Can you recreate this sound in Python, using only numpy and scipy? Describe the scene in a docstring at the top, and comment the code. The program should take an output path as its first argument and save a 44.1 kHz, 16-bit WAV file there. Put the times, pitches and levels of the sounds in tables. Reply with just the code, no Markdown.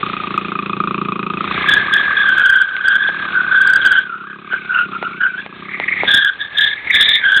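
"""In an open yard a small single-cylinder motorcycle fires about thirty times a second over a broad noisy rush.
After a second and a half the rear tyre spins and squeals on wet concrete; sharp pops join in later.
The engine and squeals are made of resonances and tumbling tones, the rush of shaped noise, the pops of short ringing.
A phone takes it all in a narrow band, squashes the loud peaks and clips what still overshoots."""
import sys
import numpy as np
from scipy import signal
from scipy.fft import rfft, irfft, next_fast_len
from scipy.io import wavfile
from scipy.ndimage import uniform_filter1d, map_coordinates

SR = 44100
rng = np.random.default_rng(int(sys.argv[2]) if len(sys.argv) > 2 else 0)


def log_audio(samples):
    """Write samples as a 16-bit WAV file to the path given in sys.argv[1]."""
    # one column per channel
    frames = np.atleast_2d(samples).T
    # limit to full scale, then quantise
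    limited = np.clip(frames, -1, 1)
    pcm = np.round(limited * 32767).astype(np.int16)
    wavfile.write(sys.argv[1], SR, pcm)


def voltage_ratio(level):
    """Linear amplitude factor for a level in decibels (scalar or array-like)."""
    return 10 ** (np.asarray(level, float) / 20)


N = 326340  # length in samples


def unit(x):
    """Scales x to an average strength (rms) of 1."""
    return x / np.sqrt(np.mean(np.abs(x) ** 2) + 1e-20)


def curves(rows):
    """Joins the rows by straight lines: one value per sample for each column after the time."""
    seconds, *columns = np.transpose(rows)
    t = np.arange(N) / SR
    return [np.interp(t, seconds, column) for column in columns]


def wobble(rate):
    """A smooth random curve through `rate` random points a second, at rms 1."""
    points = rng.standard_normal(int(N * rate / SR) + 4)
    return unit(map_coordinates(points, [np.arange(N) * rate / SR]))


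def filtered(x, response):
    """Multiplies each frequency in x by response(frequency in Hz)."""
    m = next_fast_len(N + SR // 2)
    hz = np.fft.rfftfreq(m, 1 / SR)
    return irfft(rfft(x, m) * response(hz), m)[:N]


def ring(x, modes):
    """Lets x ring a set of resonances, side by side with alternating sign; a narrow one rings longer."""
    def response(hz):
        total = 0
        for k, (centre, width, db) in enumerate(modes):
            damping = 1j * hz * width
            total = total + (-1) ** k * voltage_ratio(db) * damping / (centre ** 2 - hz ** 2 + damping)
        return total
    return filtered(x, response)


def coloured(x, points):
    """Shapes x by a (Hz, dB) spectrum, then scales it to rms 1."""
    point_hz, point_db = np.transpose(points)
    return unit(filtered(x, lambda hz: voltage_ratio(np.interp(np.log(hz + 1), np.log(point_hz), point_db))))


def swells(start, hold, rise_db_per_s, fall_db_per_s):
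    """One power curve per event, every 32 samples: a steady climb in dB, a hold, a steady fall."""
    t = np.arange(0, N, 32) / SR - start[:, None]
    climb_db = rise_db_per_s * np.minimum(t, 0)
    fall_db = fall_db_per_s * np.maximum(t - hold[:, None], 0)
    return voltage_ratio(2 * np.maximum(climb_db - fall_db, -150))  # doubled dB: power, not amplitude


def blend(shape, level_db, hz=None):
    """Summed power of the events; with hz, their frequency averaged by strength instead."""
    power = shape * voltage_ratio(2 * level_db)[:, None]
    total = power.sum(axis=0)
    if hz is not None:
        total = hz @ power / total
    return np.repeat(total, 32)[:N]


def yard(x):
    """The concrete and buildings send back a short answer: noise that fades by 60 dB in 62 ms."""
    t = np.arange(SR // 4) / SR
    tail = rng.standard_normal(len(t)) * voltage_ratio(-60 * t / 0.062)
    tail *= t > .006  # the first echo takes 6 ms
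    return signal.fftconvolve(x, tail / np.linalg.norm(tail))[:N]


def rush():
    """A broad rush: background noise under the engine first, tyre scrub from about 1.4 s; noise of lumpy strength."""
    # Each row: time in seconds, level in dB.
    levels = [(0.0, -24), (1.26, -43.5), (1.44, -24.5), (1.73, -20), (2.08, -24.5), (2.39, -24),
              (2.55, -33), (2.8, -31.5), (3.38, -28), (3.9, -26), (4.18, -45.5), (4.35, -44.5), (4.55, -33),
              (4.75, -36.5), (5.54, -37), (6.0, -27.5), (6.08, -19), (6.26, -35), (6.45, -32), (6.7, -29),
              (7.4, -28.5)]
    # Colour of the rush. Each row: frequency in Hz, relative level in dB per Hz.
    colour = [(25, -8), (70, -0.5), (200, -1), (600, -2), (1000, -0.5), (1500, -1), (2200, 3), (3000, -2.5),
              (3600, 3.5), (4200, -3.5)]
    lumps = voltage_ratio(1.2 * wobble(12) + 2.4 * wobble(120))  # slow and quick lumps
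    return voltage_ratio(curves(levels)[0]) * coloured(lumps * rng.standard_normal(N), colour)


def engine():
    """Each firing thumps the pipe and blows a noisy burst into the silencer shell; the gear whirrs steadily."""
    # Engine speed. Each row: time in seconds, firings per second before a small random jitter.
    revs = [(0.0, 29.88), (0.25, 28.44), (0.75, 28.05), (1.0, 28.43), (1.25, 27.61), (1.5, 29.18),
            (1.75, 33.38), (2.25, 37.99), (2.5, 35.53), (3.25, 37.54), (3.9, 36.77), (4.25, 33.37),
            (4.5, 35.1), (5.0, 31.74), (5.3, 27.8), (5.5, 28.96), (5.8, 36.3), (6.2, 38.86), (7.4, 34.95)]
    # Exhaust as heard. Each row: time in seconds, thump level in dB, bark in dB above the thump.
    exhaust = [(0.0, -27, 7), (0.16, -30, 8.5), (1.03, -23, 1.5), (1.62, -28.5, 8.5), (1.8, -34, 9.5),
               (2.2, -41, 14), (2.66, -52.5, 16.5), (3.1, -39, 7), (3.5, -39, 10.5), (4.0, -44, 4.5),
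               (4.62, -40, 2.5), (4.8, -45.5, 4), (4.86, -35, 0.5), (5.17, -36.5, -1.5),
               (5.24, -44.5, -2.5), (5.61, -37, 0.5), (6.04, -38.5, -1), (6.3, -57.5, 12), (6.85, -57, 5),
               (7.0, -38, 2), (7.4, -69, 8.5)]
    # Pipe resonances, struck alike by every firing. Each row: centre in Hz, width in Hz, relative level in dB.
    pipe = [(162.4, 40, -4), (197.6, 21.8, 2.5), (286, 30, -6), (341, 33, -4.5), (388, 37.6, -2.5)]
    # Silencer shell resonances. Each row: centre in Hz, width in Hz, relative level in dB for one passage.
    shell = [(1211.5, 190, 7), (2513, 214, 2.5), (3580, 1000, -4.5)]
    # Steady whirr of valve gear and chain. Each row: frequency in Hz, relative level in dB per Hz.
    whirr_colour = [(15, -52.5), (25, -22.5), (92, -12.5), (184, -6.5), (381, -12.5), (772, -27.5),
                    (1210, -12.5), (1710, -34), (2510, -19), (3610, -30.5), (4200, -31), (5460, -71),
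                    (9240, -120)]

    thump_db, bark_db = curves(exhaust)
    turns = np.cumsum(curves(revs)[0]) / SR + 0.1288 + 0.0043 * wobble(30)
    at = np.flatnonzero(np.diff(np.floor(turns)))  # one firing at each whole number
    size = rng.standard_normal((len(at), 2))
    firing, burst = np.zeros(N), np.zeros(N)
    firing[at] = voltage_ratio(0.9 * size[:, 0])  # strengths vary by about 1 dB
    burst[at] = voltage_ratio(1.0 * size[:, 1])

    # the gas leaves in a quick gust, returns once from the pipe end and trails off in a hiss
    t = np.arange(SR // 20) / SR
    opening = 1 - np.exp(-t / 0.00081)
    gust = opening * (voltage_ratio(-60 * t / 0.012) + 0.065 * voltage_ratio(-60 * t / 0.063))
    gust += 0.28 * np.roll(gust, round(0.0062 * SR))
    gas = signal.fftconvolve(burst, gust)[:N] * rng.standard_normal(N)
    # the opening valve gives the shell a short knock of the same shape every time
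    knock = np.hanning(19) * 0.36
    gas += signal.fftconvolve(burst, knock)[:N]

    thump = unit(ring(ring(firing, pipe), [(234, 310, 0)]))  # then one broad resonance
    bark = unit(ring(ring(gas, shell), shell))  # through the shell twice
    whirr = coloured(rng.standard_normal(N), whirr_colour)
    return voltage_ratio(thump_db) * (thump + voltage_ratio(bark_db) * bark + voltage_ratio(-10) * whirr)


def pops():
    """Single dry snaps: a click rings a low body and a bright edge, which die away at once."""
    # Each row: time in seconds, body peak in dB, treble peak in dB above the body.
    snaps = [(2.7664, -27, 19.5), (3.0894, -12.5, -1), (4.533, -17, 0), (5.0271, -8.5, -2),
             (5.4629, -18.5, 2.5), (5.7997, -8.5, 4), (6.0344, -2, -16)]
    # Resonances of the body. Each row: centre in Hz, width in Hz, relative level in dB.
    body_modes = [(383, 110, 5), (800, 332, 5.5)]
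    # Resonances of the treble edge. Each row: centre in Hz, width in Hz, relative level in dB.
    edge_modes = [(2150, 370, 5), (3440, 3500, -8)]
    sound = np.zeros(N + SR)
    click = 1. * (np.arange(N) == 0)
    body = ring(click, body_modes)[:SR // 10]
    edge = ring(click, edge_modes)[:SR // 10]
    body, edge = body / np.abs(body).max(), edge / np.abs(edge).max()
    for seconds, db, treble_db in snaps:
        snap = body + voltage_ratio(treble_db) * edge
        first = round(seconds * SR)
        sound[first:first + len(snap)] += voltage_ratio(db) * snap
    return sound[:N]


def slipping(pitch_hz, width_hz, skirt, chatter_db, chatter_rate):
    """Many tread blocks slip out of step: a tone whose strength and phase tumble at random."""
    def spread(hz):
        return np.exp(-(hz / width_hz) ** 2) + skirt / (1 + (hz / width_hz) ** 2)
    a = filtered(rng.standard_normal(N), spread)
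    b = filtered(rng.standard_normal(N), spread)
    tumble = unit(a + 1j * b)
    # a slipping block cannot swing beyond its grip, so the strongest swells are held back
    tumble /= np.sqrt(1 + np.abs(tumble / 2.6) ** 2)
    tumble = tumble * voltage_ratio(chatter_db * wobble(chatter_rate))
    # the load on the tread is steady, so slow changes are partly evened out and quick ripple stays
    tumble /= np.abs(uniform_filter1d(np.abs(tumble) ** 2, size=1800)) ** 0.29
    phase = 2 * np.pi * np.cumsum(pitch_hz) / SR
    return unit(np.real(tumble * np.exp(1j * phase)))


def skids():
    """A higher, hoarser slip: a tumbling tone spread wider than the squeal's."""
    # Each row: time of full strength in seconds, hold in seconds, level in dB, centre in Hz.
    start, hold, level_db, centre_hz = np.transpose([(1.562, .11, -25.5, 2150), (1.76, .45, -32, 2069),
                                                     (4.508, .15, -37.5, 2350), (4.766, .01, -32, 2556),
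                                                     (5.0, .44, -41, 2404), (5.73, 0.016, -22.5, 2090),
                                                     (5.865, .15, -17.5, 2095), (6.6, .2, -31.5, 2095),
                                                     (6.906, 0.054, -16, 2138), (6.99, .2, -19.5, 2070)])
    shape = swells(start, hold, rise_db_per_s=199.5, fall_db_per_s=170)
    pitch_hz = blend(shape, level_db, centre_hz)
    hoarse = slipping(pitch_hz, width_hz=280, skirt=.4, chatter_db=5.0, chatter_rate=95)
    return np.sqrt(blend(shape, level_db)) * hoarse


def squeal():
    """The tread bites and squeals, a weaker slip drags on between bites, and a grainier overtone goes along."""
    # Each row: time of full strength in seconds, hold in seconds, level in dB, pitch in Hz, overtone level in dB.
    start, hold, level_db, bite_hz, overtone_db = np.transpose([(1.689, .06, -10, 1665, -14.5),
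                                                                (1.77, 0.02, -12, 1650, -26),
                                                                (1.938, .035, -9, 1650, -15.5),
                                                                (2.171, .06, -13.5, 1637, -23),
                                                                (2.268, 0.058, -10, 1565, -24.5),
                                                                (2.373, .25, -10, 1548, -24.5),
                                                                (2.846, .12, -10.5, 1565, -26),
                                                                (3.003, .08, -14, 1630, -27.5),
                                                                (3.353, .055, -12, 1519, -53),
                                                                (3.517, .26, -9.5, 1555, -29.5),
                                                                (3.821, .17, -9.5, 1551, -23),
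                                                                (4.103, .06, -25.5, 1388, -64),
                                                                (4.288, .04, -28.5, 1573, -47),
                                                                (4.526, 0.014, -11, 1530, -31.5),
                                                                (4.7, .03, -18, 1476, -61.5),
                                                                (4.743, .075, -11, 1432, -26.5),
                                                                (4.934, .012, -18, 1350, -35),
                                                                (5.031, .05, -22, 1402, -39.5),
                                                                (5.214, 0.053, -11, 1525, -34),
                                                                (5.337, .012, -21, 1454, -44),
                                                                (5.382, .012, -22, 1636, -35),
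                                                                (6.083, .13, -10.5, 1650, -11),
                                                                (6.228, .06, -12, 1608, -22.5),
                                                                (6.408, 0.026, -20.5, 1703, -24),
                                                                (6.571, .1, -13.5, 1700, -12),
                                                                (6.703, .03, -22, 1722, -23.5),
                                                                (6.928, 0.1, -15, 1730, -11.5),
                                                                (7.025, .13, -20.5, 1771, -9),
                                                                (7.243, .2, -10.5, 1593, -19.5)])
    # The drag between bites. Each row: time in seconds, level in dB, overtone frequency as a multiple of the pitch.
    drag_rows = [(1.48, -32, 2.2), (1.66, -22.5, 2.05), (2.1, -16, 2.1), (2.75, -22, 2.08),
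                 (3.25, -23.5, 2.1), (3.5, -19.5, 2.2), (4.0, -28.5, 2.05), (4.25, -32, 2.05),
                 (4.38, -49, 2.0), (4.65, -30, 1.93), (4.9, -42, 1.95), (5.15, -31, 1.95),
                 (5.45, -44.5, 2.1), (6.0, -45.5, 2.13), (6.5, -34.5, 2.07), (6.72, -30, 2.05),
                 (6.85, -35, 2.07), (7.1, -24, 2.03), (7.4, -21.5, 2.1)]
    shape = swells(start, hold, rise_db_per_s=1099, fall_db_per_s=420.5)
    pitch_hz = uniform_filter1d(blend(shape, level_db, bite_hz), size=1500, mode="nearest")
    tone = slipping(pitch_hz, width_hz=92.2, skirt=0.77, chatter_db=3.0, chatter_rate=80)
    # the overtone comes from the same slips, so it throbs along with the tone
    throb = np.abs(uniform_filter1d(tone ** 2, size=90)) ** 0.32
    drag_db, ratio = curves(drag_rows)
    grain = slipping(ratio * pitch_hz, width_hz=239, skirt=0.97, chatter_db=4.0, chatter_rate=75)
    overtone = unit(throb * grain)
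    # the drag is silent at first and fades in over 900 samples around its first row
    started = 1. * (np.arange(N) / SR > drag_rows[0][0])
    drag_power = uniform_filter1d(started, size=900, mode="nearest") * voltage_ratio(2 * drag_db)
    tone_power = blend(shape, level_db) + drag_power
    overtone_power = blend(shape, overtone_db) + drag_power * voltage_ratio(2 * -21)  # 21 dB below the drag
    return np.sqrt(tone_power) * tone + np.sqrt(overtone_power) * overtone


def scene():
    """Engine and pops with the yard's answer, then the rush, skids and squeal."""
    near = engine() + pops()
    return (near + voltage_ratio(-13.0) * yard(near) + rush() + skids() + squeal())[None]


def roll_off(x):
    """The treble ends steeply here."""
    return signal.sosfilt(signal.butter(12, 15900, fs=SR, output="sos"), x)


def record(dry):
    """The phone's input squashes loud peaks and keeps a narrow band; what still overshoots is clipped flat."""
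    squashed = dry[0] / (1 + np.abs(dry[0] / 0.99) ** 3) ** (1 / 3)

    def band(hz):
        low_cut = 1 - np.exp(-(hz / 45) ** 2)
        return low_cut / (1 + (hz / 3950) ** 16) / (1 + (hz / 4450) ** 60)
    clipped = np.clip(filtered(squashed, band), -.735, .735)
    return roll_off(clipped[None])


dry = scene()
out = record(dry)
log_audio(out)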